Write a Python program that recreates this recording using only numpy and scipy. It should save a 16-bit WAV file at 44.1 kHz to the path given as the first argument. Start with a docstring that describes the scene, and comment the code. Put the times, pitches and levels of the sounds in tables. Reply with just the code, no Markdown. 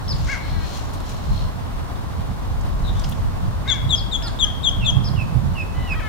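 """A metal dock by a lake, with gulls calling in a light wind, heard through a small stereo microphone.
A near gull on the left gives six sharp falling cries; others squeak, peep, yelp, mew and wail around it.
Each call is a gliding harmonic tone shaped by the throat and thrown back by dock and shore.
Wind buffets the microphone, a hand rubs and ticks on its housing, a zoom lens whirrs,
and the far shore and the water lay a steady wash underneath."""
import sys
import numpy as np
from scipy import signal
from scipy.fft import rfft, irfft, next_fast_len
from scipy.io import wavfile

SR = 44100
rng = np.random.default_rng(int(sys.argv[2]) if len(sys.argv) > 2 else 0)


def master(y):
    """Save y as 16-bit WAV."""
    cut = np.clip(np.atleast_2d(y).T, -1, 1)
    pcm = np.round(cut * 32767)  # scale
    wavfile.write(sys.argv[1], SR, pcm.astype(np.int16))


N = 268172
TIME = np.arange(N) / SR
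FFT_SIZE = next_fast_len(N, real=True)
FFT_HZ = np.fft.rfftfreq(FFT_SIZE, 1 / SR)
TOP_HZ = 15900


# Cues: start_s, length_s, pitch_hz, glide_depth, level_db, balance_db, mouth_ratio, jitter_ratio
# Positive balance is left; the mouth ratio scales the throat's resonant frequencies.
CRY_CUES = [(3.677, 0.062, 3488, 0.81, -14, 14, 0.94, 0.011),
            (3.891, 0.065, 3446, 1.06, -14, 12.5, 1, .005),
            (4.113, 0.056, 3487, 0.93, -18, 10.5, 1, 0.0084),
            (4.389, 0.063, 3360, 1.06, -12.5, 12.5, 1, 0.0066),
            (4.631, .067, 3372, 1.08, -13, 12.5, 0.99, 0.0066),
            (4.846, 0.063, 3370, 0.92, -15, 13, 1, 0.02)]
# Contour of one call: length_fraction, pitch_ratio, level_db
CRY_CONTOUR = [(0, .95, -10), (.06, 1.125, -21.5), (.2, 1.09, -11.5), (.35, 1.035, -4), (.5, 1, -4.5),
               (.65, .975, 1), (.8, .955, 1), (.91, 0.955, -0.5), (1, 0.823, -25)]
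# Throat resonances: frequency_hz, gain_db
CRY_FORMANTS = [(2500, -5), (3600, 0), (5200, 20.5), (6400, -14.5), (7300, -12), (9000, -25), (10500, -28),
                (14000, -46)]
def cries():
    """The lead gull: shrill, falling cries, close on the left."""
    return gull_calls(CRY_CUES, CRY_CONTOUR, CRY_FORMANTS, rasp_hz=8500,
                      bounce_s=.008, bounce_db=-18, wet_db=-17, left_lead_s=.00025)


# Cues, contour and throat of the squeaks; columns as for the cries
SQUEAK_CUES = [(.077, 0.058, 5190, 1.2, -28, 2.7, 0.62, .005),
               (3.951, 0.053, 5250, 1.1, -31, 3, 0.62, .006),
               (4.222, .064, 5060, 1.2, -27, 1, 0.91, 0.0088),
               (5.039, 0.055, 5250, 0.87, -31, 3, 0.86, 0.029)]
SQUEAK_CONTOUR = [(0, .55, -15), (.13, 1.04, -3), (.3, 1.01, 0), (.5, .985, -3), (.68, .93, 0),
                  (.85, .85, -2), (1, .68, -12)]
SQUEAK_FORMANTS = [(3000, 13), (5200, -7), (8000, 0), (11000, -30), (15000, -40)]
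def squeaks():
    """Thin squeaks that flick up and drop away."""
    return gull_calls(SQUEAK_CUES, SQUEAK_CONTOUR, SQUEAK_FORMANTS, rasp_hz=8500,
                      bounce_s=.013, bounce_db=-12, wet_db=-12, left_lead_s=.00005)


# Cues, contour and throat of the peeps; columns as for the cries
PEEP_CUES = [(2.838, 0.074, 3770, .6, -36, 17, 1.8, 0.03), (2.9, 0.126, 3640, 0.19, -46.5, 5, 1.1, 0.062),
             (4.800, 0.057, 2700, 0.96, -30, -8, 1.1, 0.012),
             (5.161, 0.068, 2640, 1.14, -31.5, -10, 1.28, 0.017),
             (5.549, .078, 2620, 1.1, -29.5, -7, 1.17, 0.013),
             (5.872, 0.067, 2580, 1.2, -26.5, -8, 0.65, 0.017)]
PEEP_CONTOUR = [(0, 1.11, -14), (.2, 1.06, -10), (.5, 1.005, -3), (.7, .985, 0), (.88, .96, -2),
                (1, .92, -16)]
PEEP_FORMANTS = [(2500, 11), (3800, -9), (5200, -19), (7600, -31), (9000, -32), (15000, -50)]
def peeps():
    """Sagging peeps from farther along the dock, with a strong bounce."""
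    return gull_calls(PEEP_CUES, PEEP_CONTOUR, PEEP_FORMANTS, rasp_hz=5500,
                      bounce_s=.014, bounce_db=-4, wet_db=-14)


# Cues, contour and throat of the yelps; columns as for the cries
YELP_CUES = [(.268, 0.11, 565.7, 1.07, -25, 7, 0.94, 0.0086),
             (3.655, 0.084, 557, 0.78, -30, 5, 0.93, 0.016),
             (3.70, 0.085, 576, .4, -32.5, 6.9, 0.92, 0.0087),
             (4.21, .1, 472.4, 0.64, -34.5, 2, 0.712, 0.0054), (4.41, 0.11, 417, .5, -41.5, 2, 0.795, .006)]
YELP_CONTOUR = [(0, .66, -18), (.2, .9, -7), (.32, .98, -2), (.43, 1, -1), (.6, .945, 0), (.78, .83, -8),
                (1, .68, -15)]
YELP_FORMANTS = [(400, -23), (1100, -13), (1620, 3.5), (1850, -5), (2150, 2), (2300, 5), (2600, -10.5),
                 (3500, -19), (4800, -17), (7000, -16), (8000, -28), (14000, -52)]
def yelps():
    """Low, nasal yelps that arch in pitch."""
    return gull_calls(YELP_CUES, YELP_CONTOUR, YELP_FORMANTS, rasp_hz=4800,
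                      bounce_s=.025, bounce_db=-16, wet_db=-11)


# Cues and contours of the mew and the wails, and their shared throat; columns as for the cries
MEW_CUES = [(5.74, 0.16, 1000, 1.05, -43, 2, 1.19, 0.022)]
MEW_CONTOUR = [(0, .985, -10), (.2, 1.005, -2), (.5, 1, 0), (.8, .98, -1), (1, .94, -8)]
WAIL_CUES = [(.355, .325, 575, 1.41, -45, 6.9, 0.98, .004), (5.925, .2, 648, 1, -33.5, 7.9, 0.94, 0.0044)]
WAIL_CONTOUR = [(0, .6, -6), (.16, 1, -1), (.34, .98, -1), (.49, .68, -5), (.6, .672, -2), (.78, .658, 2),
                (.9, .652, 0), (1, .57, -8)]
MEW_FORMANTS = [(400, -30), (1000, -18), (1300, -7), (1680, 0), (1950, -4), (2200, -9), (2500, -1),
                (2700, -18), (3350, -12), (4000, -26), (9000, -42)]
def mew_and_wails():
    """One voice: a level, drawn-out mew, and wails that break from high to a low held note."""
    voice = dict(formants=MEW_FORMANTS, rasp_hz=4800, bounce_s=.02, bounce_db=-17, wet_db=-13)
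    return gull_calls(MEW_CUES, MEW_CONTOUR, **voice) + gull_calls(WAIL_CUES, WAIL_CONTOUR, **voice)


def syrinx(length_s, pitch_hz, glide, mouth, jitter, contour, formants, rasp_hz, shimmer_db=1):
    """One call: a gliding, slightly unsteady harmonic tone shaped by the throat."""
    count = round(length_s * SR)
    fraction, pitch_ratio, level_db = np.transpose(contour)
    progress = np.linspace(0, 1, count)
    wobble, flutter, shimmer = (waver(SR // 3, rate_hz)[:count] for rate_hz in (600, 450, 150))
    hz = pitch_hz * np.interp(progress, fraction, pitch_ratio) ** glide * (1 + jitter * wobble)
    harmonic = np.arange(1, TOP_HZ // pitch_hz + 1)[:, None]
    partials = np.sin(2 * np.pi * harmonic * np.cumsum(hz) / SR)
    partials *= gain_of(curve_at(formants, harmonic * hz / mouth))
    rasp = 1 / (1 + (rasp_hz / (harmonic * hz)) ** 6)
    partials *= np.sqrt(1 - rasp) + np.sqrt(rasp) * flutter  # the high overtones break up
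    swell = gain_of(np.interp(progress, fraction, level_db) + shimmer_db * shimmer)
    return unit_rms(partials.sum(axis=0)) * swell * signal.windows.tukey(count, .04)


def gull_calls(cues, contour, formants, rasp_hz, bounce_s, bounce_db, wet_db, left_lead_s=0):
    """Pans each call; a bounce off the dock beats against its glide and the shore smears its end."""
    close, send = np.zeros((2, N)), np.zeros((2, N))
    for start_s, length_s, pitch_hz, glide, level_db, balance_db, mouth, jitter in cues:
        call = syrinx(length_s, pitch_hz, glide, mouth, jitter, contour, formants, rasp_hz)
        call = gain_of(level_db) * np.pad(call, (0, SR // 20))
        samples = np.arange(len(call))
        left = np.interp(samples + left_lead_s * SR, samples, call)
        pair = np.array([left, call])
        add(close, start_s, pan(balance_db) * pair)
        spread = pan(balance_db / 2)  # reflections come from a wider angle
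        add(close, start_s + bounce_s * rng.uniform(.9, .95), gain_of(bounce_db) * spread * pair)
        add(send, start_s, spread * call)
    return close + gain_of(wet_db) * shore_reverb(send)


# Time the tail takes to fall 60 dB: frequency_hz, decay_s
SHORE_DECAY = [(1000, 0.15), (2200, 0.68), (3400, 0.63), (7000, 0.26), (14000, 0.022)]
def shore_reverb(send):
    """Scatter from dock and shore: sparse echoes, the treble dying first."""
    taps = rng.standard_normal((2, SR)) * (rng.random((2, SR)) < 2500 / SR)
    taps[:, :SR // 100] = 0  # 10 ms pre-delay
    hz, t, spectra = signal.stft(taps, SR, nperseg=256)
    decay = gain_of(-60 * t / curve_at(SHORE_DECAY, hz)[:, None])
    tail = signal.istft(spectra * decay, SR, nperseg=256)[1]
    tail /= np.linalg.norm(tail, axis=1, keepdims=True)
    return signal.fftconvolve(send, tail, axes=1)[:, :N]


# Rightward pull on the lead gull's overtones: frequency_hz, balance_db
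HOUSING_PAN = [(4500, -0.5), (6200, -7.5), (8000, -22), (11000, -3.5)]
def housing_shadow(sound):
    """The housing shades the microphone's two ports differently in the treble."""
    balance_db = curve_at(HOUSING_PAN, FFT_HZ)
    shade = gain_of(np.array([balance_db, -balance_db]) / 2)
    return irfft(rfft(sound, FFT_SIZE) * shade, FFT_SIZE)[:, :N]


# Slow rise and fall of the breeze under the gusts: time_s, gain_db
BREEZE_LEVEL = [(0, -2), (.9, 0.5), (2.1, -1), (2.9, 4.5), (3.8, 2.5), (4.35, 2), (4.8, 2), (6.08, 3)]
# Gusts: peak_s, length_s, rumble_db, buffet_db, buffet_balance_db
GUST_CUES = [(0.174, 0.13, -24, -23.5, -2.5), (0.548, 0.11, -22.5, -26, 9), (1.323, 0.05, -16, -20.5, -2),
             (1.448, 0.065, -22, -25.5, 1), (1.764, .04, -24, -24.5, 6), (2.183, 0.042, -46, -24, -15),
             (2.309, 0.026, -26, -16.5, -20), (2.68, 0.23, -25, -38, 8), (2.828, 0.032, -18.5, -26, -3),
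             (3.003, 0.16, -23.5, -28.5, 6), (3.248, 0.058, -21.5, -26.5, 7),
             (3.477, 0.097, -33, -24.5, -5), (3.876, 0.11, -23.5, -23, -10), (4.832, 0.11, -23, -25.5, 4),
             (5.005, 0.24, -44, -18.5, -14), (5.228, 0.15, -47, -22, -17), (5.361, 0.044, -37, -16, -13),
             (5.482, 0.069, -27, -15.5, -22), (5.802, 0.048, -28, -22, -14), (5.96, .1, -24.5, -35, -5)]
# Tone of the deep rumble, soft buffets and hard buffets: frequency_hz, gain_db
RUMBLE_EQ = [(8, -21), (22, -7.5), (45, 3), (65, -11.5), (100, -10.5), (200, -79), (500, -89)]
SOFT_BUFFET_EQ = [(35, -55), (65, 2), (95, -0.5), (135, -6), (190, -11.5), (270, -23.5), (450, -33),
                  (1500, -68), (4000, -94)]
HARD_BUFFET_EQ = [(35, -15), (70, -6), (100, -1), (140, 2.5), (165, -5.5), (195, -6.5), (260, -24),
                  (450, -45), (1500, -59), (4000, -90)]
def wind(breeze_rumble_db=-31, breeze_buffet_db=-29.5, lump_db=1.9, lump_hz=25, hard_db=-21):
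    """Wind hits each port on its own: deep rumble and lumpy buffets, higher in pitch in hard gusts."""
    breeze = gain_of(np.interp(TIME, *np.transpose(BREEZE_LEVEL)))
    rumble_power = (breeze * gain_of(breeze_rumble_db)) ** 2
    buffet_power = (breeze * gain_of(breeze_buffet_db) * pan(balance_db=-2.5)) ** 2
    for peak_s, length_s, rumble_db, buffet_db, balance_db in GUST_CUES:
        bell = .5 ** np.minimum((2 * (TIME - peak_s) / length_s) ** 2, 20)  # half power at either end
        rumble_power += bell * gain_of(rumble_db) ** 2
        buffet_power += bell * (gain_of(buffet_db) * pan(balance_db)) ** 2
    lumps = unit_rms(gain_of(lump_db * np.array([waver(N, lump_hz), waver(N, lump_hz)])))
    hardness = 1 / (1 + (gain_of(hard_db) ** 2 / buffet_power.mean(axis=0)) ** 1.94)
    buffets = np.sqrt(1 - hardness) * noise(SOFT_BUFFET_EQ) + np.sqrt(hardness) * noise(HARD_BUFFET_EQ)
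    rumble = noise(RUMBLE_EQ) * np.sqrt(rumble_power) * pan(balance_db=1.5)
    return rumble + buffets * lumps * np.sqrt(buffet_power)


# Rubs: start_s, swell_s, level_db
RUB_CUES = [(0, 0.3, -42), (.58, 0.19, -39.5), (1.03, 0.058, -43.5), (1.08, 0.26, -53), (2.7, .4, -47)]
# Tone of a rub: frequency_hz, gain_db
RUB_EQ = [(1000, -9), (2200, -6.5), (3300, -2), (4250, -7), (5200, -4), (6000, -4), (7100, -6),
          (8500, -15.5), (15000, -23)]
# Ticks and scuffs: start_s, level_db, centre_hz, width_octaves, decay_s
TICK_CUES = [(0.934, -40, 4470, 1.1, 0.02), (1.004, -39, 4000, 1.1, 0.0027), (1.094, -41, 4000, 1.2, .012),
             (1.956, -40.5, 3630, 0.14, .006), (2.611, -42, 6000, 0.34, .005),
             (2.996, -33.5, 5940, 0.41, .005), (3.039, -35, 5040, 0.1, 0.016),
             (3.044, -31.5, 3170, 0.83, 0.0079), (3.090, -35, 9000, 1.2, 0.0033),
             (3.096, -31, 12000, 0.22, 0.0031), (3.112, -41.5, 8000, 0.88, .012),
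             (3.122, -34.5, 3100, 0.28, 0.0081)]
def handling(grain_db=2):
    """A hand on the housing: grainy rubs that swell and let go, and short ticks."""
    pressure = sum(gain_of(level_db) * envelope(start_s, swell_s, hold_s=0, release_s=.1)
                   for start_s, swell_s, level_db in RUB_CUES)
    mix = noise(RUB_EQ, coherence=.13) * pressure * pan(balance_db=4.3)
    mix *= gain_of(grain_db * waver(N, rate_hz=200))
    t = np.arange(4096) / SR
    hz = np.fft.rfftfreq(len(t), 1 / SR) + 1
    for start_s, level_db, centre_hz, width_octaves, decay_s in TICK_CUES:
        white = rng.standard_normal((2, len(t))) + rng.standard_normal(len(t))
        band = np.exp(-.5 * (np.log2(hz / centre_hz) / width_octaves) ** 2)
        ring = unit_rms(irfft(rfft(white) * band))
        add(mix, start_s, gain_of(level_db) * ring * np.exp(-t / decay_s))
    return mix


# Motor runs: start_s, length_s, level_db, chatter_depth, balance_db
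ZOOM_CUES = [(0, 0.45, -49.5, .2, 6), (0.416, 0.12, -44, 0.1, 1), (0.556, 0.22, -43.5, 0.1, 9),
             (0.852, 0.43, -51, 0.3, 1), (1.29, 0.13, -42, 0.3, 0)]
# Resonance of the mechanism: frequency_hz, gain_db
ZOOM_EQ = [(2000, -33), (2800, -16), (3000, -13.5), (3850, -13), (4100, -6), (4270, -4), (4550, -20),
           (5200, -16), (7000, -29), (12000, -35)]
def zoom_lens(chatter_hz=66, attack_s=.079, release_s=.057):
    """The zoom mechanism rubs and chatters through one narrow resonance."""
    chatter = np.cos(2 * np.pi * chatter_hz * TIME)
    drive = np.zeros((2, N))
    for start_s, length_s, level_db, depth, balance_db in ZOOM_CUES:
        run = envelope(start_s, attack_s, length_s - attack_s, release_s)
        drive += gain_of(level_db) * pan(balance_db) * run * (1 + depth * chatter)
    return noise(ZOOM_EQ, coherence=.2) * drive


# Tone of the background bed: frequency_hz, gain_db
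LAKE_EQ = [(150, -4.5), (250, 0), (297, -3.5), (385, -7.5), (658, -5.5), (945, -6.5), (1070, -5),
           (1270, -11), (1610, -15), (2490, -22.5), (2900, -21.5), (3280, -23), (3570, -21.5),
           (6880, -30.5), (15500, -36)]
# How alike its two sides are: frequency_hz, coherence_ratio
LAKE_COHERENCE = [(200, 0.27), (500, 0.29), (1100, 0.34), (3000, 0.34), (12000, 0.046)]
# Phase between its sides: frequency_hz, left_lead_rad
LAKE_PHASE = [(200, 2.58), (400, 4), (700, 1.48), (1100, 1.4), (3000, 2.1), (12000, 2.3)]
def lake_wash(level_db=-33.5, drift_db=.5):
    """The even, distant bed of shore, trees and water."""
    bed = noise(LAKE_EQ, curve_at(LAKE_COHERENCE, FFT_HZ), curve_at(LAKE_PHASE, FFT_HZ))
    return bed * gain_of(level_db + drift_db * waver(N, rate_hz=28))


def noise(eq, coherence=0, left_lead_rad=0):
    """Stereo coloured noise of rms 1, its sides partly alike."""
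    shared, separate = rfft(rng.standard_normal((2, FFT_SIZE)))
    left = shared * np.exp(1j * left_lead_rad)
    right = coherence * shared + np.sqrt(1 - coherence ** 2) * separate
    spectra = np.array([left, right]) * gain_of(curve_at(eq, FFT_HZ))
    return unit_rms(irfft(spectra, FFT_SIZE)[:, :N])


def waver(count, rate_hz):
    """Smooth random modulation of rms about 1, rolling off above the given rate."""
    size = next_fast_len(count + SR // 4, real=True)
    lowpass = np.exp(-(np.fft.rfftfreq(size, 1 / SR) / rate_hz) ** 2)
    return unit_rms(irfft(rfft(rng.standard_normal(size)) * lowpass, size))[:count]


def envelope(start_s, attack_s, hold_s, release_s):
    """Rises in a straight line, holds, then dies away."""
    t = TIME - start_s
    return np.clip(t / attack_s, 0, 1) * np.exp(-np.maximum(t - attack_s - hold_s, 0) / release_s)


def curve_at(points, hz):
    """Reads a curve drawn in straight lines over log frequency."""
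    point_hz, values = np.transpose(points)
    return np.interp(np.log(hz + 1), np.log(point_hz + 1), values)


def pan(balance_db):
    """Left and right gains of mean power 1; positive is left."""
    pair = gain_of([[balance_db / 2], [-balance_db / 2]])
    return unit_rms(pair)


def add(mix, start_s, sound):
    """Lays a stereo sound into the mix."""
    part = mix[:, max(round(start_s * SR), 0):][:, :sound.shape[1]]
    part += sound[:, :part.shape[1]]


def gain_of(db):
    """Decibels to gain."""
    return 10 ** (np.asarray(db) / 20)


def unit_rms(x):
    """Scales to rms 1."""
    return x / np.sqrt(np.mean(x ** 2) + 1e-20)


def scene():
    """Gulls in front; lens, hand, wind and lake behind."""
    gulls = housing_shadow(cries()) + squeaks() + peeps() + yelps() + mew_and_wails()
    return gulls + zoom_lens() + handling() + wind() + lake_wash()


def record(dry):
    """A steep high cut at the top of the microphone's range."""
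    high_cut = signal.firwin(511, TOP_HZ, window=("kaiser", 9), fs=SR)
    return signal.oaconvolve(dry, high_cut[None], "same")


dry = scene()
out = record(dry)
master(out)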